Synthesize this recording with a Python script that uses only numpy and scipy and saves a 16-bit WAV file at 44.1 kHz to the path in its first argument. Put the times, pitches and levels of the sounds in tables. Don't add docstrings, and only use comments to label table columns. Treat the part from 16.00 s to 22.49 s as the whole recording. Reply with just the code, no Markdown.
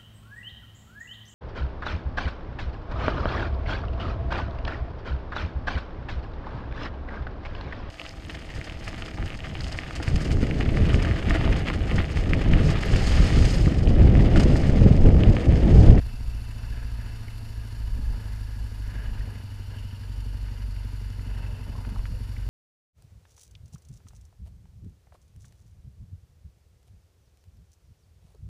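import sys
import numpy as np
from scipy import signal
from scipy.fft import rfft, irfft
from scipy.io import wavfile

SR = 44100
rng = np.random.default_rng(int(sys.argv[2]) if len(sys.argv) > 2 else 0)


def dump(signal):
    limited = np.clip(np.atleast_2d(signal).T, -1, 1)
    pcm = np.round(limited * 32767).astype(np.int16)
    wavfile.write(sys.argv[1], SR, pcm)


N = 286209
TIME, HZ = np.arange(N) / SR, np.fft.rfftfreq(N, 1 / SR)
CRUISE_CYCLES_PER_S = 13

# time in seconds, four-stroke cycles per second.
ENGINE_SPEED = [(0.0, 14.258), (0.5, 14.093), (1.0, 13.863), (1.5, 13.475), (2.0, 13.198), (2.5, 12.922),
                (3.0, 12.596), (3.5, 12.293), (4.0, 12.019), (4.5, 11.939), (5.0, 11.881), (5.5, 11.752),
                (6.0, 11.726), (6.49, 11.623)]
# frequency in Hz, relative level of a harmonic there in dB.
PIPE_RESPONSE = [(12, -61.5), (28, -48), (49, -34), (72, -49), (84, -45.5), (97, -37.5), (112, -40),
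                 (121, -48), (140, -65.5), (165, -90.5), (195, -66.5), (225, -56.5), (258, -63.5),
                 (330, -74.5)]
# time in seconds, lift in dB.
ENGINE_LOAD = [(0, 0.5), (4.6, -0.5), (5.3, 0.6), (6.49, 1.5)]
# middle in seconds, length in seconds, depth in dB.
BASS_SAGS = [(1.375, 0.55, 10), (3.58, 0.51, 15), (3.978, .16, 30), (5.737, 0.25, 6)]
# place in the cycle from 0 to 1, half-width in cycles, relative level in dB.
VALVE_BEATS = [(0.96, 0.092, -1), (0.28, 0.097, -1.5), (0.43, 0.095, -7), (0.78, 0.072, -3.5)]
# frequency in Hz, relative level in dB.
CLATTER_EQ = [(100, -43), (230, 20.5), (400, 5.5), (700, 0.5), (1200, 3), (2300, 3.5), (3400, 0.5),
              (6000, -7), (8500, -6.5), (15000, -14.5)]
# frequency in Hz, width in Hz, boost in dB.
CASE_RESONANCES = [(434.5, 58, 5.5), (939, 256, 10), (1223, 41, 6), (1470, 440, 5.5), (2063, 64, 5),
                   (2655, 460, 2.5), (2894, 173, 7), (2984, 24, 12.5), (3596, 360, 5), (3830, 130, 3),
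                   (4196, 104, 9), (4493, 586, 12.5), (4807, 150, 9.5), (5437, 990, 10.5), (6000, 172, 6),
                   (6500, 140, 8), (6866, 230, 9), (7290, 690, 5.5), (8015, 140, 3.5), (9410, 340, 9.5),
                   (10160, 120, 8.5), (10230, 1170, 7.5), (11610, 820, 9.5), (12413, 739, 7),
                   (13700, 160, 9), (14600, 620, 10)]
# middle and length in seconds, lift in dB.
RIDER_GLANCES = [(2.15, 1.6, 1), (6.25, .9, 1.2)]
# time in seconds, relative level in dB.
WHINE_FADE = [(0, -63.5), (1.5, -62.5), (2.8, -74), (6.49, -77)]
# frequency in Hz, relative level in dB.
WIND_EQ = [(5, -18), (12, -22), (18, -1), (27, -4.5), (37, -3.5), (55, -4.5), (75, -20.5), (120, -29.5),
           (200, -38), (400, -72), (1000, -84)]
# middle in seconds, length in seconds, level in dB.
WIND_GUSTS = [(0.105, 0.36, -34), (.95, 0.4, -40), (2.04, 0.23, -28.5), (3.108, 0.19, -34),
              (5.3, 0.31, -49), (6.068, .22, -32)]
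# frequency in Hz, relative level in dB.
ROAR_EQ = [(40, -20), (90, 21), (160, 14.5), (260, 9.5), (350, -0.5), (600, 1.5), (1000, -8.5), (1600, -16),
           (3000, -20), (8000, -70)]
# frequency in Hz, relative level in dB.
CRUNCH_EQ = [(300, -13.5), (900, -13.5), (1400, -4), (1800, 2), (2300, -4.5), (3200, -12), (5000, -27),
             (12000, -42)]
# middle and length in seconds, relative levels of roar and of crunch in dB.
GRAVEL_PATCHES = [(.73, 0.31, -60.5, -59), (1.067, 0.34, -61.5, -57.5), (2.144, 0.4, -56.5, -67),
                  (2.99, 0.22, -56, -54.5), (3.257, 0.3, -55, -61.5), (3.758, 0.1, -57.5, -60),
                  (4.517, 0.17, -65, -61.5), (5.42, 0.37, -55.5, -59), (5.83, 0.39, -55, -71)]
# pitch in Hz, width in Hz.
PART_RINGS = [(1675, 108), (2660, 117), (2900, 330)]
# engine speed and reach in cycles per second, relative level in dB.
PART_BUZZ = [(12.87, 0.64, -61), (14.3, 0.92, -61), (12.1, 0.21, -60)]
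# middle and length in seconds, part from 0 to 2, relative level in dB.
PART_CHATTERS = [(0.772, 0.17, 0, -55), (1.036, .12, 0, -57), (1.57, 0.11, 0, -63), (2.954, 0.19, 0, -56.5),
                 (3.23, 0.14, 0, -60), (3.752, 0.062, 0, -55), (5.416, .3, 0, -65), (5.46, 0.37, 1, -59),
                 (3.2, 0.44, 2, -63.5), (5.44, 0.33, 2, -63.5)]
# start in seconds, relative level in dB, pitch in Hz, ring width in Hz.
HITS = [(1.282, -36, 2050, 320), (1.95, -34, 239, 88), (1.981, -27.5, 234, 75), (1.981, -11, 52.2, 9.1),
        (3.019, -38, 1740, 160), (3.207, -35, 1740, 500), (4.762, -39.5, 2090, 640),
        (5.194, -38, 1820, 900), (5.752, -39, 970, 120), (5.78, -39, 950, 220), (5.849, -28, 1390, 1300),
        (5.866, -28, 210, 104), (5.891, -35, 1200, 1900), (5.916, -26.5, 181, 72), (5.959, -32.5, 990, 450),
        (5.992, -30, 800, 1700), (6.055, -24, 1090, 2800), (6.091, -29.5, 168, 52), (6.135, -43.5, 490, 56),
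        (6.364, -35.5, 2180, 540)]


def amp(db):
    return 10 ** (np.asarray(db) / 20)


def unit(x):
    return x / np.sqrt(np.mean(x ** 2) + 1e-20)


def curve(rows):
    return np.interp(TIME, *np.transpose(rows))


def eq_db(points):
    hz, db = np.transpose(points)
    return np.interp(np.log(HZ + 1), np.log(hz + 1), db)


def shaped(x, db, band_hz):
    spectrum = rfft(x) * amp(db)
    inside = spectrum[(HZ > band_hz[0]) & (HZ < band_hz[1])]
    return irfft(spectrum, N) * N / np.sqrt(2 * np.sum(abs(inside) ** 2))


def wander(rate_hz):
    return unit(irfft(rfft(rng.standard_normal(N)) * np.exp(-(HZ / rate_hz) ** 2), N))


def grains(per_s, spread_db):
    size = amp(spread_db * np.minimum(rng.exponential(1, N), 4))
    return unit(size * rng.choice([-1, 1], N) * (rng.random(N) < per_s / SR))


def ring(x, hz, width_hz):
    pole = np.exp((2j * np.pi * hz - np.pi * width_hz) / SR)
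    return unit(signal.lfilter([1], np.poly([pole, pole]), x).real)


def swell(middle, length):
    return np.exp(-abs(2 * (TIME - middle) / length) ** 3)


def swelling(bed_db, events):
    swell_power = sum(amp(db) ** 2 * swell(middle, length) for middle, length, db in events)
    return np.sqrt(amp(bed_db) ** 2 + swell_power)


def ride_db(events):
    return sum(db * swell(middle, length) for middle, length, db in events)


def beat(cycles, place, half_width):
    return np.exp(-(((cycles - place + .5) % 1 - .5) / half_width) ** 2)


def revs():
    return curve(ENGINE_SPEED) - CRUISE_CYCLES_PER_S


def exhaust(cycles):
    speed, orders = curve(ENGINE_SPEED), np.arange(1, 25)
    levels_db = np.array([np.interp(k * speed, *np.transpose(PIPE_RESPONSE)) for k in orders])
    levels_db += (np.where(orders < 10, -10, -5.5) * (orders % 2))[:, None]
    typical_db = np.median(levels_db, axis=1)
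    mirrored_db = np.r_[typical_db[0], typical_db, typical_db[-2::-1]]
    phases = -signal.hilbert(np.log(amp(mirrored_db))).imag[1:]
    harmonics = [-np.sqrt(2) * amp(db) * np.cos(2 * np.pi * k * cycles + phase)
                 for k, db, phase in zip(orders, levels_db, phases)]
    throb = sum(harmonics[:3]) * amp(-10 - 3 * revs())
    boom = harmonics[3] * amp(1.5)
    drone = sum(harmonics[4:10])
    bark = sum(harmonics[10:]) * amp(-1 + wander(6.8))
    low_end = (throb + boom) * amp(1.06 * wander(14) - ride_db(BASS_SAGS))
    return low_end + (drone + bark) * amp(curve(ENGINE_LOAD))


def chuff(cycles, level_db=-53.5):
    gas = ring(rng.standard_normal(N), hz=377, width_hz=256)
    return gas * beat(cycles, place=0.923, half_width=0.048) * amp(level_db)


def camera_case_db():
    return sum(db * np.exp(-(2 * (HZ - hz) / width) ** 2) for hz, width, db in CASE_RESONANCES)


def valve_clatter(cycles, hiss_power=0.8, top_hz=8500):
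    beats = sum(amp(db) * beat(cycles, place, half_width) for place, half_width, db in VALVE_BEATS)
    beats *= amp(1.7 * wander(30))
    pulsing_noise = np.sqrt(hiss_power + beats ** 2) * rng.standard_normal(N)
    clatter = shaped(pulsing_noise, eq_db(CLATTER_EQ) + camera_case_db(), band_hz=(3560, 13800))
    clatter *= amp(-58.5 + revs())
    top_end = irfft(rfft(clatter) * (1 - np.exp(-(HZ / top_hz) ** 2)), N)
    return clatter + top_end * (amp(ride_db(RIDER_GLANCES)) - 1)


def gear_whine(cycles, teeth_per_cycle=50.2, trim_db=-1.5):
    gain = amp(curve(WHINE_FADE) + trim_db + 1.5 * wander(8.9))
    return gain * np.sin(2 * np.pi * teeth_per_cycle * cycles + 0.76 * wander(36))


def shudder(sag_share=0.33):
    rumble = ring(rng.standard_normal(N), hz=53.9, width_hz=23.5)
    return rumble * amp(-41 - sag_share * ride_db(BASS_SAGS))


def wind():
    buffeting = shaped(rng.standard_normal(N), eq_db(WIND_EQ), band_hz=(13, 45))
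    return buffeting * swelling(bed_db=-41.5 + 4.2 * revs(), events=WIND_GUSTS)


def tyres(roar_trim_db=-4, crunch_trim_db=-2.5):
    case_db = camera_case_db()
    roar = shaped(grains(per_s=6000, spread_db=2.23), eq_db(ROAR_EQ) + case_db, band_hz=(452, 868))
    crunch = shaped(grains(per_s=2800, spread_db=2.1), eq_db(CRUNCH_EQ) + case_db, band_hz=(1506, 2230))
    roar *= swelling(-60.5, [(middle, length, db) for middle, length, db, _ in GRAVEL_PATCHES])
    crunch *= swelling(-62.5, [(middle, length, db) for middle, length, _, db in GRAVEL_PATCHES])
    return roar * amp(roar_trim_db + 1.55 * wander(42)) + crunch * amp(crunch_trim_db + 2.83 * wander(42))


def rattle(cycles, bed_db=-71, trim_db=-1):
    angle = 2 * np.pi * (cycles - 0.24)
    firing_db = 4 * np.cos(2 * angle) + 1.5 * np.cos(angle)
    out = np.zeros(N)
    for k, ((hz, width_hz), (buzz_speed, reach, buzz_db)) in enumerate(zip(PART_RINGS, PART_BUZZ)):
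        buzz = amp(buzz_db) * np.exp(-((curve(ENGINE_SPEED) - buzz_speed) / reach) ** 2)
        jolts = [(middle, length, db) for middle, length, part, db in PART_CHATTERS if round(part) == k]
        shake = amp(firing_db + wander(25))
        taps = grains(per_s=2500, spread_db=0.3) * shake
        out += ring(taps, hz, width_hz) * np.hypot(buzz, swelling(bed_db, jolts))
    return out * amp(trim_db)


def knocks(trim_db=-6, fairing_hz=4500):
    out, t = np.zeros(N), np.arange(SR // 2) / SR
    for start, db, hz, width_hz in HITS:
        decay_s = 0.0032 * (690 / width_hz) ** 0.68
        attack = 1 - np.exp(-2 * hz * t)
        envelope = attack * np.exp(-t / decay_s)
        burst = envelope * ring(rng.standard_normal(len(t)), hz, width_hz)
        burst *= np.linalg.norm(envelope) / np.linalg.norm(burst)
        slot = out[round(start * SR):][:len(t)]
        slot += amp(db + trim_db) * burst[:len(slot)]
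    return signal.lfilter(*signal.butter(2, fairing_hz, fs=SR), out)


def scene():
    cycles = np.cumsum(curve(ENGINE_SPEED)) / SR
    first_firing = 0.965
    engine = exhaust(cycles - first_firing) + chuff(cycles) + valve_clatter(cycles) + gear_whine(cycles)
    return (engine + shudder() + wind() + tyres() + rattle(cycles) + knocks())[None]


def record(dry, edge_hz=15250):
    lowpass = signal.firwin(511, edge_hz, window=("kaiser", 9), fs=SR)
    return signal.oaconvolve(dry, lowpass[None], "same", axes=1)


dry = scene()
out = record(dry)
dump(out)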